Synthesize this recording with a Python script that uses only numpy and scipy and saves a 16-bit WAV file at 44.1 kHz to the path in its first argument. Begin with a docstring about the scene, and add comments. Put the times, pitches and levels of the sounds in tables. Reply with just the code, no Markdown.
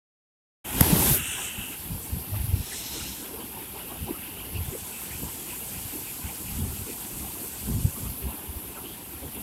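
"""The water sounds loud and full at first, with a knock, then turns quieter and muffled.
Beside a pump house, thick jets fall from pipes into a concrete channel. Close by, the plunge churns with
big bubbles, drops splash, spray hisses and foam fizzes; the farther jets merge into a wash.
One microphone stands in the open, and wind buffets it."""
import sys
import numpy as np
from scipy import signal
from scipy.fft import rfft, irfft, next_fast_len
from scipy.io import wavfile

SR = 44100
rng = np.random.default_rng(int(sys.argv[2]) if len(sys.argv) > 2 else 0)


def put_to_file(sound):
    """Save the sound as 16-bit audio at rate SR, in the file named by the first command-line argument."""
    columns = np.atleast_2d(sound).T  # one column per channel
    safe = np.clip(columns, -1, 1)
    whole_steps = np.round(safe * 32767)
    wavfile.write(sys.argv[1], SR, whole_steps.astype(np.int16))


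N = 415422
TIME = np.arange(N) / SR

# The loud opening, by layer. Each row: level in dB as the hold ends, that time in seconds,
# then rise, climb and fall in dB per second.
LOUD_OPENING = { "wind": (-27.5, 1.12, 138, -1, 170), "plunge": (-31, 1.1, 90, -0.5, 170),
                "babble": (-35, 1.1, 75, 1.5, 270), "splash": (-34, 1.09, 35, 2, 18),
                "spray": (-29.5, 1.1, 20, 26, 107), "fizz": (-21.5, 1.15, 73, 21, 288),
                "hiss": (-34, 1.15, 150, 4, 448), }
# The jet surges and drags more air under. Each row: time in seconds, large and small bubble levels in dB.
JET_SURGES = [(0.935, -34, -42), (1.4, -51, -46), (2.96, -45, -47), (3.24, -43, -53), (3.33, -45, -52),
              (3.41, -42.5, -46), (3.56, -52, -46.5), (3.77, -58, -48.5), (3.94, -43, -48),
              (4.1, -36.5, -45.5), (4.73, -45, -52), (5.07, -45, -58), (5.25, -45, -51), (5.96, -43.5, -55),
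              (6.3, -59, -50.5), (6.63, -46, -58), (6.9, -39, -63), (7.22, -41, -55), (7.39, -42.5, -64),
              (7.69, -37.5, -52), (8.01, -43.5, -54), (8.31, -55, -48), (8.4, -58, -46), (8.56, -44.5, -54),
              (8.79, -55, -48), (9.25, -45, -58), (9.38, -44, -52)]
# Gulps of trapped air and slaps of water. Each row: time in seconds, level in dB before the trim,
# pitch in Hz, half-width in seconds.
AIR_GULPS = [(2.342, -37, 645, 0.0064), (2.351, -42, 1290, .008), (2.73, -35.5, 1950, .011),
             (2.967, -39, 516, .008), (3.004, -35, 2730, 0.0059), (3.013, -40, 1356, 0.0074),
             (3.346, -32, 409, 0.0068), (3.398, -38, 445, 0.014), (3.805, -41, 2870, 0.009),
             (3.92, -41, 1090, .016), (4.086, -35, 913, 0.0096), (4.096, -24, 359, 0.004),
             (4.110, -20.5, 351.4, 0.0038), (4.156, -40, 1270, .01), (4.40, -39, 2750, 0.028),
             (4.567, -35, 2690, 0.013), (4.733, -30.5, 398, .006), (4.754, -27, 430, 0.0038),
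             (5.118, -41.5, 2140, 0.014), (5.285, -41, 925, 0.016), (5.535, -38, 934, .006),
             (5.94, -32, 287.5, 0.0055), (6.296, -38, 2460, 0.0074), (6.304, -42, 796, .009),
             (6.899, -34, 473, 0.0059), (7.262, -41, 732, 0.014), (7.97, -40.5, 1140, 0.0091),
             (8.065, -42.5, 1130, 0.014), (8.294, -39, 904, .011), (8.775, -40, 1378, 0.011),
             (9.236, -40.5, 538, .01)]
# Handfuls of drops land together. Each row: time in seconds, level in dB, bubble pitch in Hz.
DROP_SPURTS = [(3.05, -44.5, 2800), (4.27, -48.5, 2750), (4.95, -46, 2600), (5.14, -49.5, 2450),
               (5.52, -46, 2550), (5.77, -48, 2600), (6.08, -48, 2510), (6.48, -48, 2630), (6.9, -49, 2450),
               (8.86, -48.5, 2950), (8.92, -50.5, 3200), (9.37, -48, 2800)]

# Slow level changes of drops, foam and farther jets. Each row: time in seconds, dB before any trim.
DROP_LEVELS = [(1.95, -66), (2.35, -49), (3.5, -48.5), (4.5, -48.5), (6.4, -48), (8.3, -49.5),
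               (9.42, -50.5)]
FOAM_LEVELS = [(1.3, -41.5), (1.7, -39.5), (2.15, -40), (2.45, -37.5), (2.65, -41.5), (4.2, -41),
               (5.6, -38.5), (8.2, -39), (9.2, -43.5), (9.42, -39.5)]
FAR_JET_LEVELS = [(1.3, -55), (2.4, -53), (4.5, -55), (4.8, -51.5), (8.1, -51.5), (8.35, -55.5),
                  (9.42, -57)]

# Spells of louder high hiss, narrow hiss and bright hiss. Each row: start and end in seconds, level in dB.
HIGH_HISS_SPELLS = [(1.28, 1.44, -35.5), (1.6, 1.72, -45), (2.03, 2.04, -45), (2.74, 2.75, -39),
                    (2.98, 3.02, -42), (3.15, 3.22, -46), (4.7, 8.05, -44.5)]
HISS_TRAILS = [(1.26, 1.35, -39), (1.47, 1.66, -41), (3.87, 4.42, -52.5)]
HISS_SWELLS = [(2.77, 3.09, -40)]

# Gusts on the microphone. Each row: time in seconds, level in dB, half-width in seconds.
WIND_GUSTS = [(1.112, -27, .012), (1.2, -38, .025), (1.28, -43, .02), (1.6, -36, 0.017), (1.93, -35, .05),
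              (2.155, -33.5, 0.041), (2.42, -37, .08), (2.558, -31, 0.052), (3.03, -44, 0.04),
              (4.03, -32.5, .02), (4.603, -34.5, 0.078), (5.164, -40, .025), (5.253, -34, 0.034),
              (5.77, -40.5, .04), (6.26, -36, .03), (6.623, -30, 0.087), (6.8, -38, 0.028),
              (7.192, -37, 0.052), (7.753, -26, 0.061), (7.859, -24.5, 0.024), (8.068, -33.5, 0.046),
              (8.27, -34, 0.027), (9.25, -42, .03)]
# Hard buffets of air. Each row: time in seconds, level in dB, pitch in Hz, half-width in seconds.
WIND_BUFFETS = [(.815, -2, 140.1, 0.0018), (.83, -18.5, 76, .01), (.934, -9, 175, 0.0044),
                (1.108, -23.5, 139.8, 0.0099), (1.592, -26, 103.4, 0.0025), (2.135, -21.5, 78.4, .009),
                (2.17, -25.5, 108.2, 0.0068), (2.337, -24, 95.7, 0.013), (2.368, -23, 91, 0.0094),
                (2.412, -22, 69.7, .009), (2.446, -21, 101, .006), (2.494, -20, 97, 0.0047),
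                (2.541, -12, 87, 0.0059), (2.6, -24, 78.2, 0.0075), (4.025, -24, 81.7, .009),
                (4.61, -26, 85.3, 0.018), (4.688, -27, 112.5, 0.0038), (5.856, -29.5, 100.4, .005),
                (6.251, -28, 86.3, 0.0081), (6.6, -28.5, 220, 0.011), (6.63, -27, 83, 0.011),
                (7.70, -27.5, 229.6, 0.013), (7.76, -24.5, 91.5, 0.016), (7.854, -12, 100.6, 0.0062),
                (8.26, -25.5, 69.2, 0.015), (8.5, -27, 75, 0.0076), (8.57, -29, 70, .008)]

# The colour of each sound at the microphone. Each row: frequency in Hz, relative level in dB.
PLUNGE_SPECTRUM = [(120, -19), (200, -0.5), (260, 0.5), (340, -1), (400, -2), (490, -7), (560, -16),
                   (750, -45)]
BABBLE_SPECTRUM = [(350, -28), (540, -4.5), (630, -5), (750, -1.5), (900, -0.5), (1050, -3), (1250, -12),
                   (1650, -15)]
SPLASH_SPECTRUM = [(1000, -27), (1250, -4.5), (1550, -2.5), (1850, -5), (2250, -3), (2700, -0.5),
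                   (3100, -2), (3500, -4), (3900, -8.5), (4500, -38)]
SPRAY_SPECTRUM = [(5200, -12.5), (6100, -7), (7000, -3.5), (8000, 0.5), (9200, 0), (9700, -2.5),
                  (10800, -19)]
FOAM_SPECTRUM = [(7500, -20), (9400, -8), (10500, -2.5), (11600, 0.5), (12800, -1.5), (14400, -6),
                 (15200, -11.5), (16000, -16)]
FAR_JET_SPECTRUM = [(1200, -13), (2500, -2.5), (3700, -1), (4600, 3.5), (5800, -2), (7000, -17.5),
                    (10000, -17)]
OPENING_SPECTRUM = [(400, -10), (600, 8), (850, -2), (1400, -7), (2000, -1), (2700, -13), (3500, 2),
                    (4000, 2), (4600, 1.5), (5800, 1), (6800, -2), (9000, -20)]
TRAIL_SPECTRUM = [(1100, -33), (1500, -9), (2300, -22), (2650, 4), (3100, 1), (3500, -19), (3900, -39)]
SWELL_SPECTRUM = [(1800, -10.5), (3200, -2.5), (4100, 1), (4450, -3), (4750, -17), (5000, 0), (5350, 0.5),
                  (6500, -4.5), (8500, -7)]
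WIND_SPECTRUM = [(15, -44), (25, -22), (40, -5.5), (62, 3), (85, 1), (135, -2), (190, -5), (250, -10),
                 (320, -20), (450, -28), (900, -46)]
KNOCK_SPECTRUM = [(200, 5), (900, -1), (2500, -4), (5500, -11), (8000, -3.5), (11500, 5.5), (15500, -5.5)]


def from_db(db):
    """Decibels to gain."""
    return 10 ** (np.asarray(db) / 20)


def rms_one(x):
    """Scale to an rms of 1."""
    return x / np.sqrt(np.mean(x ** 2) + 1e-20)


def together(*gains):
    """Unrelated sounds add in power."""
    return np.sqrt(sum(g ** 2 for g in gains))


def level_curve(rows):
    """Gain at every sample from rows of seconds and dB."""
    return from_db(np.interp(TIME, *np.transpose(rows)))


def bell(t, half_width):
    """A smooth swelling around t = 0."""
    return np.exp(-.5 * np.minimum((t / half_width) ** 2, 100))


def spell(start, end, db, rise, fall):
    """Gain that rises, holds and falls; rise and fall in dB per second."""
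    below_db = rise * np.maximum(start - TIME, 0) + fall * np.maximum(TIME - end, 0)
    return from_db(db - np.minimum(below_db, 120))


def spells(rows, rise, fall):
    """Gain of several spells that share one rise and fall."""
    return together(*(spell(start, end, db, rise, fall) for start, end, db in rows))


def drift(rate):
    """A smooth random wander of rms 1 that changes about rate times a second."""
    step, settle = 40, 2000
    pole = np.exp(-2 * np.pi * rate * step / SR)
    noise = rng.standard_normal(N // step + settle + 2)
    slow = signal.lfilter([1], [1, -2 * pole, pole * pole], noise)[settle:]
    return np.interp(np.arange(N) / step, np.arange(len(slow)), rms_one(slow))


def coloured(x, spectrum):
    """Shape a steady sound by rows of Hz and dB, to an rms of 1."""
    size = next_fast_len(N)
    hz, db = np.transpose(spectrum)
    bins = np.maximum(np.arange(size // 2 + 1) * SR / size, 1)
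    gain = from_db(np.interp(np.log(bins), np.log(hz), db, left=-90, right=-90))
    return rms_one(irfft(rfft(x, size) * gain, size)[:N])


def pings(low_hz, high_hz, per_s, cycles, spread_db, clump_db, clump_hz, pitches):
    """Bubbles or droplets ring at random, in clumps; each dies by 60 dB over the given cycles."""
    out, shared = np.zeros(N), 0.36 * drift(clump_hz)
    floor = 1e-12 * rng.standard_normal(N)
    for hz in np.geomspace(low_hz, high_hz, pitches):
        at = rng.integers(0, N, int(per_s / pitches * N / SR))
        sizes = from_db(spread_db * np.minimum(rng.exponential(1, len(at)), 4))
        kicks = np.bincount(at, sizes * rng.choice([-1, 1], len(at)), N) + floor
        decay, angle = np.exp(-np.log(1000) * hz / (cycles * SR)), 2 * np.pi * hz / SR
        rings = signal.lfilter([1, 0, -1], [1, -2 * decay * np.cos(angle), decay * decay], kicks)
        # each pitch surges mostly on its own, a little with all the others
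        clumps = from_db(clump_db * (drift(clump_hz) + shared))
        out += np.sqrt(hz) * rms_one(rings) * clumps  # even power per Hz
    return out


def throbs(rows, waver):
    """Each row is a short ringing that swells and dies; its pitch wavers by the share waver."""
    out, span = np.zeros(N), 2 ** 13
    for s, db, hz, half_width in rows:
        wander = signal.lfilter([1], [1, -.99], rng.standard_normal(span)) / 7
        at = np.clip(round(s * SR) + np.arange(span) - span // 2, 0, N - 1)
        phase = rng.random() + np.cumsum(hz * (1 + waver * wander)) / SR
        out[at] += from_db(db) * bell(TIME[at] - s, half_width) * np.sin(2 * np.pi * phase)
    return out


def opening(layer, full_s=.82):
    """One layer's gain in the loud opening: the level builds, holds while the treble climbs, then drops."""
    db, end, rise, climb, fall = LOUD_OPENING[layer]
    return spell(full_s, end, db - climb * np.maximum(end - TIME, 0), rise, fall)


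def churn(plunge_db=-48, babble_db=-52):
    """Air dragged under by the near jets rings as large bubbles; smaller ones babble at the surface."""
    large = pings(170, 583, per_s=900, cycles=16.2, spread_db=3, clump_db=2.5, clump_hz=14.5, pitches=10)
    small = pings(534, 1365, per_s=1800, cycles=26.6, spread_db=2, clump_db=2, clump_hz=11.7, pitches=12)
    deep, shallow = from_db(plunge_db), from_db(babble_db)
    for s, large_db, small_db in JET_SURGES:
        surge = bell(TIME - s, half_width=.032)
        deep = together(deep, from_db(large_db) * surge)
        shallow = together(shallow, from_db(small_db) * surge)
    plunge = together(deep, opening("plunge")) * coloured(large, PLUNGE_SPECTRUM)
    babble = together(shallow, opening("babble")) * coloured(small, BABBLE_SPECTRUM)
    gulps = from_db(-2.5) * throbs(AIR_GULPS, waver=0.098)
    return plunge + babble + gulps


def splash(trim_db=-1.4):
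    """Thrown drops fall back into the channel and leave small bubbles; a spurt rings near one pitch."""
    drops = pings(1145, 4610, per_s=9000, cycles=48, spread_db=1.5, clump_db=3, clump_hz=10.8, pitches=28)
    gain = from_db(trim_db) * together(level_curve(DROP_LEVELS), opening("splash"))
    out = gain * coloured(drops, SPLASH_SPECTRUM)
    handful = pings(1910, 4000, per_s=3000, cycles=44, spread_db=1.5, clump_db=1, clump_hz=11, pitches=16)
    width = 2 ** .65  # .65 octaves to either side
    for s, db, hz in DROP_SPURTS:
        band = [(hz / width, -25), (hz, 0), (hz * width, -25)]
        out += from_db(db) * bell(TIME - s, half_width=.024) * coloured(handful, band)
    return out


def spray(steady_db=-51.5):
    """Fine droplets patter on water and concrete; their high hiss sounds louder in spells."""
    mist = pings(4150, 10630, per_s=24000, cycles=53, spread_db=.5, clump_db=1.5, clump_hz=19, pitches=14)
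    louder = spells(HIGH_HISS_SPELLS, rise=130, fall=100)
    return together(from_db(steady_db), louder, opening("spray")) * coloured(mist, SPRAY_SPECTRUM)


def fizz(flutter_db=.5):
    """Foam on the channel bursts in countless tiny bubbles; its level flutters a little."""
    foam = pings(8920, 15970, per_s=42000, cycles=87, spread_db=-2.5, clump_db=1.5, clump_hz=22,
                 pitches=18)
    steady = level_curve(FOAM_LEVELS) * from_db(flutter_db * drift(8.7))
    return together(steady, opening("fizz")) * coloured(foam, FOAM_SPECTRUM)


def far_jets(flutter_db=1.35):
    """The jets farther from the microphone merge into one wash."""
    gain = level_curve(FAR_JET_LEVELS) * from_db(flutter_db * drift(16))
    return gain * coloured(rng.standard_normal(N), FAR_JET_SPECTRUM)


def hiss(sputter_db=1.2):
    """Three hisses come and go: a broad one at the opening, its narrow trail, a bright sputtering swell."""
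    trail = spells(HISS_TRAILS, rise=96, fall=106)
    swell = spells(HISS_SWELLS, rise=60, fall=75) * from_db(sputter_db * drift(15))
    parts = (opening("hiss"), OPENING_SPECTRUM), (trail, TRAIL_SPECTRUM), (swell, SWELL_SPECTRUM)
    return sum(gain * coloured(rng.standard_normal(N), spectrum) for gain, spectrum in parts)


def wind(breeze_db=-48.5):
    """Eddies at the microphone port make a lumpy rumble: a restless breeze, gusts and hard buffets."""
    rumble = coloured(rng.standard_normal(N), WIND_SPECTRUM)
    eddies = rms_one(rumble * from_db(1.26 * drift(12.5)))
    breeze = from_db(breeze_db + 1.9 * drift(12))
    gusts = (from_db(db) * bell(TIME - s, half_width) for s, db, half_width in WIND_GUSTS)
    return together(breeze, opening("wind"), *gusts) * eddies + throbs(WIND_BUFFETS, waver=0.11)


def knock(at_s=.8102, db=-3.5):
    """A short, sharp scuff right against the microphone."""
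    scuff = np.tanh(coloured(rng.standard_normal(N), KNOCK_SPECTRUM))
    return from_db(db) * bell(TIME - at_s, half_width=.0014) * scuff


def scene():
    """Water, hiss and wind at one microphone beside the channel."""
    water = churn() + splash() + spray() + fizz() + far_jets()
    return (water + hiss() + wind() + knock())[None]


def record(dry, start_s=.642, fade_s=.011, ceiling=.65, cutoff_hz=15780):
    """The microphone opens abruptly, peaks are rounded, the highest treble is cut."""
    opened = np.clip((TIME - start_s) / fade_s, 0, 1)
    rounded = ceiling * np.tanh(dry * opened / ceiling)
    lowpass = signal.ellip(12, .2, 80, cutoff_hz, fs=SR, output="sos")
    return signal.sosfilt(lowpass, rounded)


dry = scene()
out = record(dry)
put_to_file(out)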